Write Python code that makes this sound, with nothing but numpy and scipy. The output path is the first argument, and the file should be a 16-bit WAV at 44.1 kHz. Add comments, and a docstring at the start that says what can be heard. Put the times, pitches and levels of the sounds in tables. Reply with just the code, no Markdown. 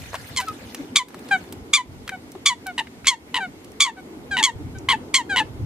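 """Water stirs and plops over a low distant rumble and lumpy wind; then three coots quarrel behind reeds.
A shrill bird, a stuttering one and a mellow one give short falling calls, built from wavering overtones.
Splashes are short noise bursts, tiny drops are fading tones, and rumble and wind are drifting noise.
Gain control turns everything down with loud calls, so the background dips and soon returns."""
import sys
import numpy as np
from scipy import signal
from scipy.fft import rfft, irfft, next_fast_len
from scipy.io import wavfile
from scipy.ndimage import uniform_filter1d

SR = 44100
rng = np.random.default_rng(int(sys.argv[2]) if len(sys.argv) > 2 else 0)


def ratio(d):
    """dB to gain"""
    e = np.asarray(d, float) / 20
    return 10 ** e


def wav_out(sig):
    """Save sig, one row per channel (or a flat mono array), as 16-bit PCM at SR to the path in sys.argv[1]."""
    wavfile.write(sys.argv[1], SR, np.round(np.clip(np.atleast_2d(sig).T, -1, 1) * 32767).astype(np.int16))


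N = 249165  # length in samples

# Colour of the distant rumble: pitch_hz, relative_level_db
RUMBLE_COLOUR = [(88, -60), (150, 1), (270, 6), (674, -7), (779, -2.5), (1340, -12), (1500, -11.5),
                 (1950, -57), (3300, -120)]
# Loudness of the rumble over time: time_s, level_db
RUMBLE_LEVEL = [(0.0, -46.5), (0.93, -39.5), (0.99, -42), (1.23, -38), (2.14, -45), (2.9, -44), (3.6, -44),
                (4.15, -39), (4.7, -40), (5.4, -36), (5.65, -40.5)]
# Wavering bands in the rumble: centre_hz, width_hz, level_db on the scale of the rumble colour
WAVERING_BANDS = [(269.1, 64.5, 10.5), (432.9, 50.6, 5.5)]
# Loudness of the wind over time: time_s, level_db
WIND_LEVEL = [(0.0, -39.5), (1.08, -52.5), (1.68, -44), (1.76, -54.5), (1.93, -34.5), (2.11, -49.5),
              (4.03, -50), (4.31, -41.5), (4.47, -50), (4.56, -33), (5.15, -45.5), (5.57, -39.5),
              (5.65, -24)]
# How alike left and right are in rumble and water: pitch_hz, likeness (-1 to 1)
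LIKENESS = [(30, 0.96), (60, 0.9), (130, 1), (240, 1), (500, 0.752), (950, -0.052), (3770, -0.445),
            (15000, 0.18)]
# Colour of the calm lake's hiss: pitch_hz, relative_level_db
CALM_COLOUR = [(350, -38.5), (600, -9), (1470, -17), (2180, -11.5), (2370, -16), (3160, -17.5),
               (13200, -29), (16000, -40.5)]
CALM_DB = -51.5
# Colour of the stirred water and its drops: pitch_hz, relative_level_db
WATER_COLOUR = [(380, -34.5), (650, 1), (1100, -7.5), (1600, 1), (2590, -4), (12200, -16.5), (15200, -14),
                (16000, -58)]
# Stirred water, loudest at first, dying away by 1.75 s with a brief return near 1.4 s: time_s, level_db
STIR_LEVEL = [(0.0, -43), (0.326, -45), (0.798, -48.5), (0.978, -59.5), (1.364, -47.5), (1.534, -56.5),
              (1.75, -88)]
# Short noise bursts: splashes, drops, and two voice clicks just before a call (3.046 and 3.056 s):
# time_s (begins 1 ms sooner), level_db before the fade, centre_hz, fade_s (time to fall 60 dB),
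# half_width_octaves
SHORT_BURSTS = [(0.133, -26, 700, 0.032, 0.62), (0.143, -22, 706, 0.05, 0.68),
                (0.153, -26, 2320, 0.0423, 0.85), (0.402, -22.5, 1700, 0.029, 1.63),
                (0.409, -26, 1600, 0.066, 1.81), (0.0205, -34.5, 4010, 0.022, 1.8),
                (0.4844, -30, 3800, 0.026, 1.1), (0.747, -21.5, 2770, 0.0231, 1.49),
                (1.085, -37.5, 3850, 0.048, 4.8), (1.1927, -38.5, 2800, 0.0206, 3.2),
                (1.288, -37.5, 3150, 0.0415, 1.22), (1.5255, -27.5, 8730, 0.0295, 11.7),
                (2.319, -36.5, 7800, 0.0255, 1.05), (2.6679, -27, 3030, 0.0284, 10),
                (3.646, -37.5, 5230, 0.0212, 1.05), (3.7193, -37.5, 8097, 0.0126, 1.3),
                (4.786, -34.5, 6770, 0.0204, 0.33), (1.106, -39.5, 929, 0.017, 0.94),
                (1.145, -32.5, 886, 0.029, 1.34), (1.441, -36, 813, 0.0172, 0.94),
                (2.078, -23, 1930, 0.0273, 0.79), (2.093, -18, 1770, 0.0245, 0.613),
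                (2.353, -33, 781, 0.0219, 0.46), (2.871, -33.5, 2090, 0.0248, 0.44),
                (3.046, -29.5, 1790, 0.0365, 0.45), (3.056, -30, 2927, 0.099, 0.52)]

# Calls of the shrill bird: start_s, length_s, effort_db, head_hz, last_hz
SHRILL_CALLS = [(0.361, .06, -16, 1037, 971.4), (0.955, 0.0861, -6, 1144, 985.3),
                (1.731, 0.1007, -4.5, 1158, 977.6), (2.455, 0.0959, -6, 1142, 944.8),
                (3.066, .095, -5, 1088, 909), (3.7994, .12, -4.5, 1145, 888.7),
                (4.425, 0.0924, -6.5, 1080, 911.2), (5.138, 0.0937, -7.5, 1072, 910.2)]
# Calls of the stuttering bird: start_s, length_s, effort_db, head_hz, last_hz
STUTTERING_CALLS = [(2.778, .045, -19.5, 912, 888.7), (3.341, 0.0672, -18, 952.6, 904.8),
                    (4.366, .068, -17.5, 946, 873.3), (4.885, 0.0771, -13, 1021, 876.3),
                    (5.358, 0.0762, -15, 954.6, 863.1)]
# Calls of the mellow bird: start_s, length_s, effort_db, head_hz, widest_beak (0 to 1)
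MELLOW_CALLS = [(0.416, 0.0382, -34.5, 767.5, 0.25), (1.308, 0.0673, -13.5, 803.9, 0.5),
                (2.116, 0.054, -31, 769.2, 0.28), (2.659, 0.0664, -29, 772.6, 0.34),
                (3.4, 0.0748, -25.5, 793.1, 0.49), (3.966, 0.0474, -38.5, 765.4, 0.34),
                (4.308, .077, -22.5, 812.4, 0.85), (4.748, 0.0375, -42, 771, 0.7),
                (5.292, 0.087, -21.5, 816.8, 0.78)]
# A whistle-like note, a low grunt and a low plop: start_s, length_s, effort_db, first_hz, last_hz
ODD_NOTES = [(0.466, 0.0537, -24, 1343, 1261), (0.775, .075, -29, 331.8, 263.7),
             (2.352, 0.0215, -31, 358, 378)]
# Moments where a voice catches: time_s, depth_db (before the overtone weighting; negative swells),
# pitch_bend (share of the pitch)
CATCHES = [(0.3681, 18, 0.016), (0.384, 1.5, 0.031), (0.9651, 3.5, -0.078), (0.969, -6, 0.068),
           (0.981, 2.5, 0.038), (1.742, 5.5, -0.0756), (1.746, 2.5, 0.0575), (1.757, -1, 0.0496),
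           (2.4646, 3, -0.112), (2.469, 0.5, 0.056), (2.788, 8.5, 0.139), (2.801, 4, 0.146),
           (2.8053, 9, 0.029), (3.0752, 9, -0.11), (3.079, 4.5, 0.071), (3.09, -2, 0.0225),
           (3.352, 15, 0.051), (3.361, 12, 0.119), (3.372, 5, 0.228), (3.383, 11, 0.109), (3.392, 8, 0.028),
           (3.8108, 7.5, -0.098), (3.8165, 4.5, 0.071), (3.846, 9, -0.021), (3.858, 0, 0.05),
           (3.866, -2.5, 0.114), (3.8747, 0.5, 0.0603), (3.894, 5, 0.0165), (4.3747, 11.5, 0.074),
           (4.384, 10.5, 0.072), (4.394, 5, 0.169), (4.407, 2, 0.047), (4.434, 20, -0.072),
           (4.4463, 5, 0.078), (4.4605, 5, 0.017), (4.8963, 9, 0.115), (4.907, 4, 0.14), (4.92, 1, 0.14),
           (4.931, 4, 0.0585), (5.149, 5, -0.114), (5.164, -0.5, 0.054), (5.175, -1.5, 0.026),
           (5.3662, 10.5, 0.063), (5.377, 8, 0.169), (5.386, 4.5, 0.182), (5.398, 4, 0.158)]
# Sound colours, beak open, shut, or for the odd notes: pitch_hz, relative_level_db
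SHRILL_OPEN = [(900, -21.5), (1250, -13), (2300, -1), (3500, 4), (4600, -2), (5700, -8), (6900, 0),
               (8100, -8.5), (10000, -16.5), (14000, -36.5)]
STUTTERING_OPEN = [(800, -13.5), (2000, 0), (3000, 8.5), (4000, -2), (5300, -19), (7000, -16),
                   (10000, -24.5), (14000, -41)]
MELLOW_OPEN = [(700, -25), (1550, 3.5), (2400, -16), (3200, -10), (4000, -9.5), (5500, -22), (7000, -19.5),
               (10000, -30.5), (14000, -65)]
SHUT = [(300, -41), (1000, 13.5), (2000, -10.5), (3000, -27.5), (4000, -33), (5000, -47), (6500, -30),
        (9000, -36), (14000, -34)]  # shared by the shrill and stuttering birds
MELLOW_SHUT = [(700, 5), (1550, -5), (2400, -8), (3200, -27.5), (4000, -28), (5500, -58.5), (7000, -39.5),
               (10000, -47)]
WHISTLE_COLOUR = [(1300, 6.5), (2600, -13.5), (3900, -18), (5200, -30.5)]
LOW_COLOUR = [(300, 7), (600, -9), (900, -30.5), (1500, -81)]  # shared by the grunt and the plop
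# Course of one call: length_share (0 to 1), effort_db, beak (0 to 1)
SHRILL_SHAPE = [(0, -39, .6), (.03, -19.5, .7), (0.056, -3, 0.91), (.2, -1, 0.89), (.37, -4.5, 0.86),
                (.47, -10.5, 0.6), (.63, -12.5, 0.4), (.82, -17, 0.33), (0.999, -51.5, 0.37)]  # loud head, quiet tail
STUTTERING_SHAPE = [(0, -40.5, 0.29), (.05, -0.5, 0.79), (.3, 0, 0.73), (.5, -1.5, 0.74), (.7, -4.5, .35),
                    (.875, -12.5, 0.26), (0.998, -39.5, 0.43)]
ODD_SHAPE = [(0, -25.5, 0.25), (.4, 0, 0.45), (1, -15.5, .5)]
# Course of one mellow call: length_share (0 to 1), effort_db, share_of_widest_beak (0 to 1)
MELLOW_SHAPE = [(0, -31.5, 0.92), (.09, -3, 0.93), (.45, 0, .85), (.8, -7, .62), (1, -41, 0.68)]
# Front sounds, left over right: pitch_hz, difference_db
LEAN = [(700, 2.5), (2500, 1.5), (5000, -2.5), (8000, -1.5), (12000, 0.5)]
# Front sounds, how far left lags behind right: pitch_hz, lag_radians
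LAG = [(700, 0.101), (3000, 0.803), (6000, 1.324), (10000, 0.787), (14000, 1.87)]

# Pitch corners as shares of a call's length; BREAK_HZ is where each shrill call breaks down to
BREAK_FROM, BREAK_TO, BREAK_LANDS, BREAK_HZ = .36, .5, .86, 1017.5
STUTTER_FALLS, STUTTER_LANDS = 0.3726, .72
MELLOW_FALLS, MELLOW_LANDS = 0.1371, 0.98
MELLOW_HOLD_S, SAG_HZ_PER_S = 0.0321, 2235  # the fall grows with the length beyond the hold
FLICK_S, SNAP_S = 0.0029, 0.001626  # pitch slides off, then snaps back
TAIL_FOLLOWS, FULL_DB = 0.465, -6  # the tail follows the head's distance from full effort by this share
RASP, RAGGED = 3.05, 1.2  # extra air noise in the first burst, and as the beak shuts


def evened(x):
    """Scales to rms 1."""
    return x / np.sqrt(np.mean(x ** 2) + 1e-20)


def read(points, hz):
    """Reads a spectrum on a log-frequency axis."""
    f, value = np.transpose(points)
    return np.interp(np.log(hz + 1), np.log(f + 1), value)


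def curve(rows):
    """Turns a level curve in dB into a gain for every sample."""
    s, db = np.transpose(rows)
    return ratio(np.interp(np.arange(N) / SR, s, db))


def add(mix, s, sound):
    """Mixes a sound in at s seconds."""
    part = mix[round(s * SR):][:len(sound)]
    part += sound[:len(part)]


def drift(shape, size):
    """Slow random motion of rms 1, smooth over size samples."""
    once = uniform_filter1d(rng.standard_normal(shape), size)
    return evened(uniform_filter1d(once, size))


def coloured(x, gain):
    """Filters x by a complex gain for each frequency."""
    size = next_fast_len(N)
    hz = np.fft.rfftfreq(size, 1 / SR)
    return irfft(rfft(x, size) * gain(hz), size)[..., :N]


def wash(gain, likeness, patchy_db):
    """Two-channel noise of a given colour, with patches drifting over time and frequency."""
    frames, hz = N // 256 + 5, np.fft.rfftfreq(1024, 1 / SR)[:, None]
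    a, b, c, d, patches = rng.standard_normal((frames, 513, 5)).T
    patches = uniform_filter1d(patches, size=24, axis=0)  # over frequency
    patches = evened(uniform_filter1d(patches, size=5, axis=1))  # over time
    same = np.clip(likeness(hz), -1, 1)
    left = a + 1j * b
    right = same * left + np.sqrt(1 - same ** 2) * (c + 1j * d)
    z = np.array([left, right]) * gain(hz, frames) * ratio(patchy_db * patches)
    return evened(signal.istft(z, nperseg=1024, noverlap=768)[1][:, :N])


def rumble():
    """Distant low noise with two bands that waver in pitch."""
    def colour(hz, frames):
        """The broad wash plus the moving bands."""
        total = ratio(read(RUMBLE_COLOUR, hz))
        for centre_hz, width_hz, db in WAVERING_BANDS:
            moving_hz = centre_hz * (1 + 0.0955 * drift(frames, size=12))
            total = total + ratio(db) / (1 + ((hz - moving_hz) / (width_hz / 2)) ** 2)
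        return total
    return curve(RUMBLE_LEVEL) * wash(colour, lambda hz: read(LIKENESS, hz), patchy_db=1.0)


def wind():
    """Lumpy low buffeting of wind on the microphone, partly unlike at its two ports."""
    def colour(hz, frames):
        """One low hump round 95 Hz."""
        return 1 / (1 + (np.log2((hz + 1) / 95) / 0.456) ** 4)

    def likeness(hz):
        """Left and right differ most near 160 Hz."""
        return .97 - .8 * np.exp(-((hz - 160) / 50) ** 2)
    lumps = ratio(2 * drift(N, size=900))
    return curve(WIND_LEVEL) * lumps * wash(colour, likeness, patchy_db=1.5)


def water():
    """Calm hiss of the lake, under stirred noise and fading drop tones that are loudest at first."""
    t, crackle = np.arange(300) / SR, np.zeros((2, N))
    for hz in np.geomspace(800, 9000, num=14):
        chance = rng.random((2, N)) * SR / 30  # below 1 about 30 times a second
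        drops = (chance < 1) * np.clip(chance, .05, 1) ** -.46  # many small, few large
        ring = np.sin(2 * np.pi * hz * t) * np.exp(-t * hz / 6.5)
        drop = ratio(read(WATER_COLOUR, hz)) * ring * hz ** 0.984
        both_sides = drops + 0.6 * drops[::-1]
        crackle += signal.oaconvolve(both_sides, drop[None], axes=1)[:, :N]
    likeness = lambda hz: read(LIKENESS, hz)
    stirred = wash(lambda hz, frames: ratio(read(WATER_COLOUR, hz)), likeness, patchy_db=4.5)
    calm = wash(lambda hz, frames: ratio(read(CALM_COLOUR, hz)), likeness, patchy_db=1.18)
    return curve(STIR_LEVEL) * (stirred + ratio(-5.0) * evened(crackle)) + ratio(CALM_DB) * calm


def short_bursts():
    """Splashes, drops and two voice clicks: short noises, each with its own centre and fade."""
    mix, t, hz = np.zeros(N), np.arange(4096) / SR, np.fft.rfftfreq(4096, 1 / SR)
    for s, db, centre_hz, fade_s, octaves in SHORT_BURSTS:
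        noise = rng.standard_normal(4096)
        hump = 1 / (1 + (np.log2((hz + 1) / centre_hz) / max(octaves, .05)) ** 2)
        low_cut = 1 / (1 + (450 / (hz + 1)) ** 4)
        burst = evened(irfft(rfft(noise) * hump * low_cut))
        burst *= (1 - np.exp(-t / 0.000403)) * ratio(-60 * t / max(fade_s, .003))
        add(mix, s - .001, ratio(db) * burst)
    return mix


def phrase(start, length, effort_db, shape, bends, pitches, beak=1, lift_db=0):
    """Stretches a shape over one call: rows of time_s, pitch_hz, effort_db, beak (0 to 1)."""
    share, db, opening = np.transpose(shape)
    at = np.union1d(share, bends)
    effort = effort_db + np.interp(at, share, db)
    effort += np.interp(at, bends[:2], [0, lift_db])  # shifts the tail only
    pitch = np.interp(at, bends, pitches)
    width = np.clip(beak * np.interp(at, share, opening), 0, 1)
    return np.transpose([start + length * at, pitch, effort, width])


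def call(rows, throat, shut, jitter, breath_db):
    """A voice of 14 harmonics, rough at its start, whose colour changes as the beak shuts."""
    s, *columns = np.transpose(rows)
    t = np.arange(s[0], s[-1], 1 / SR)
    age = t - s[0]
    columns[1] = ratio(columns[1] / 2)  # air pressure moves in straight lines, the sound goes with its square
    hz, pressure, beak = (np.interp(t, s, c) for c in columns)

    at, depth_db, bend = (c[:, None] for c in np.transpose(CATCHES))
    away = (t - at) / (0.001105 + .00008 * depth_db)  # deeper catches last longer
    dip = np.exp(-np.where(away < 0, away ** 2, away ** 4))  # the voice fades out, then snaps back
    catch_db = (depth_db * dip).sum(0)
    flick = (bend * np.exp(-((t - at) / np.where(t < at, FLICK_S, SNAP_S)) ** 2)).sum(0)

    burst = np.exp(-age / 0.01264)  # the air bursts out sharp and unsteady
    wobble = jitter * (beak + 2.006 * burst) * drift(len(t), size=40)
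    turns = np.cumsum(hz * (1 + flick + 4.33 * jitter * burst ** 3 + wobble)) / SR

    k = np.arange(1, 15)[:, None]  # harmonic number
    colour_db = beak * read(throat, k * hz) + (1 - beak) * read(shut, k * hz)
    heights = ratio(colour_db) * (k * hz < SR / 2)
    heights *= ratio(-.02 * age * np.maximum(k * hz - 4500, 0))  # the top overtones tire first

    def flutter(size):
        """Complex drift, separate for each harmonic."""
        return drift((len(k), len(t)), size) + 1j * drift((len(k), len(t)), size)
    # air noise smears the upper partials most
    breathy = ratio(breath_db) * (k - .7) ** 0.784 * (1 + RASP * burst + RAGGED * (1 - beak))
    air = breathy * flutter(24)
    air += 13.1 * jitter * (k > 1) * flutter(130)  # overtones wax and wane singly
    spread = np.exp(.02j * k ** 2)  # the windpipe spreads each pulse a little in time
    # a catch mutes the overtones more than the fundamental
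    caught = ratio(-catch_db * np.minimum(0.78 + 0.315 * k, 1.2))
    partials = heights * caught * (1 + air) / np.sqrt(1 + 2 * breathy ** 2)
    voice = (partials * spread * np.exp(2j * np.pi * k * turns)).imag.sum(0)
    return s[0], voice * pressure ** 2 / np.sqrt((heights ** 2).sum(0) / 2)


def odd_notes(mix):
    """A whistle-like note, a low grunt and a low plop: harmonic tones, each of one fixed colour."""
    colours = (WHISTLE_COLOUR, LOW_COLOUR, LOW_COLOUR)
    for (s, length, db, hz, last), colour in zip(ODD_NOTES, colours):
        rows = phrase(s, length, db, ODD_SHAPE, [0, .6], [hz, last])
        add(mix, *call(rows, colour, colour, jitter=0.0049, breath_db=-21.5))


def mellow_bird(mix):
    """Steady, clear calls; the longer the call, the further its pitch falls."""
    for s, length, db, hz, beak in MELLOW_CALLS:
        last = hz - SAG_HZ_PER_S * max(length - MELLOW_HOLD_S, 0)
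        rows = phrase(s, length, db, MELLOW_SHAPE, [MELLOW_FALLS, MELLOW_LANDS], [hz, last], beak)
        add(mix, *call(rows, MELLOW_OPEN, MELLOW_SHUT, jitter=0.00497, breath_db=-36.5))


def stuttering_bird(mix):
    """Falling calls whose voice catches again and again."""
    for s, length, db, hz, last in STUTTERING_CALLS:
        rows = phrase(s, length, db, STUTTERING_SHAPE, [STUTTER_FALLS, STUTTER_LANDS], [hz, last])
        add(mix, *call(rows, STUTTERING_OPEN, SHUT, jitter=0.0171, breath_db=-24))


def shrill_bird(mix):
    """Shrill calls hold their pitch, break downward, then slide to a quiet end."""
    for s, length, db, hz, last in SHRILL_CALLS:
        rows = phrase(s, length, db, SHRILL_SHAPE, [BREAK_FROM, BREAK_TO, BREAK_LANDS],
                      [hz, min(BREAK_HZ, hz), last], lift_db=(1 - TAIL_FOLLOWS) * (FULL_DB - db))
        add(mix, *call(rows, SHRILL_OPEN, SHUT, jitter=0.01698, breath_db=-27.5))


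def harmonic_sounds():
    """The calls of all three birds and the odd notes together."""
    mix = np.zeros(N)
    for source in (odd_notes, mellow_bird, stuttering_bird, shrill_bird):
        source(mix)
    return mix


def placed(x):
    """The two microphone ports differ in colour and timing; reeds scatter a short tail."""
    def port_gain(hz):
        """Half the difference goes to the left, the opposite half to the right."""
        half = ratio(read(LEAN, hz) / 2) * np.exp(-.5j * read(LAG, hz))
        return half ** np.array([[1], [-1]])
    direct = coloured(x, port_gain)
    t = np.arange(SR // 3) / SR
    echoes = rng.choice([-1., 1.], (2, len(t))) * (rng.random((2, len(t))) < .05)  # sparse clicks
    tail = echoes * ratio(-60 * t / 0.1461) * (t > .004)
    tail /= np.linalg.norm(tail[0])
    return direct + ratio(-14.5) * signal.oaconvolve(x[None], tail, axes=1)[:, :N]


def scene():
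    """The wide background behind, short bursts and birds in front."""
    return rumble() + wind() + water() + placed(short_bursts() + harmonic_sounds())


def top_cut(x):
    """Nothing passes above the cut-off."""
    return signal.sosfilt(signal.butter(12, 16500, fs=SR, output="sos"), x)


def record(dry):
    """Microphone band edges, then gain control that falls with loud calls and soon recovers."""
    def band_edges(hz):
        """Cuts below 45 Hz and above 15300 Hz."""
        return hz ** 2 / (hz ** 2 + 45 ** 2) / (1 + (hz / 15300) ** 30)
    heard = coloured(dry, band_edges)
    power = abs(uniform_filter1d((heard ** 2).mean(0), size=600))
    power_db = 10 * np.log10(power + 1e-12)
    recovery = np.arange(N) * 60. / SR  # the held level sinks 60 dB a second
    held_db = np.maximum.accumulate(power_db + recovery) - recovery
    over_db = np.maximum(held_db + 15.5, 0)  # what lies above -15.5 dB
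    late = 0.0129 * SR  # the gain answers late, in samples
    late_db = signal.lfilter([1 / late], [1, 1 / late - 1], over_db)
    finished = np.clip(heard / ratio(1.067 * late_db), -1, 1)
    return top_cut(finished)


dry = scene()
out = record(dry)
wav_out(out)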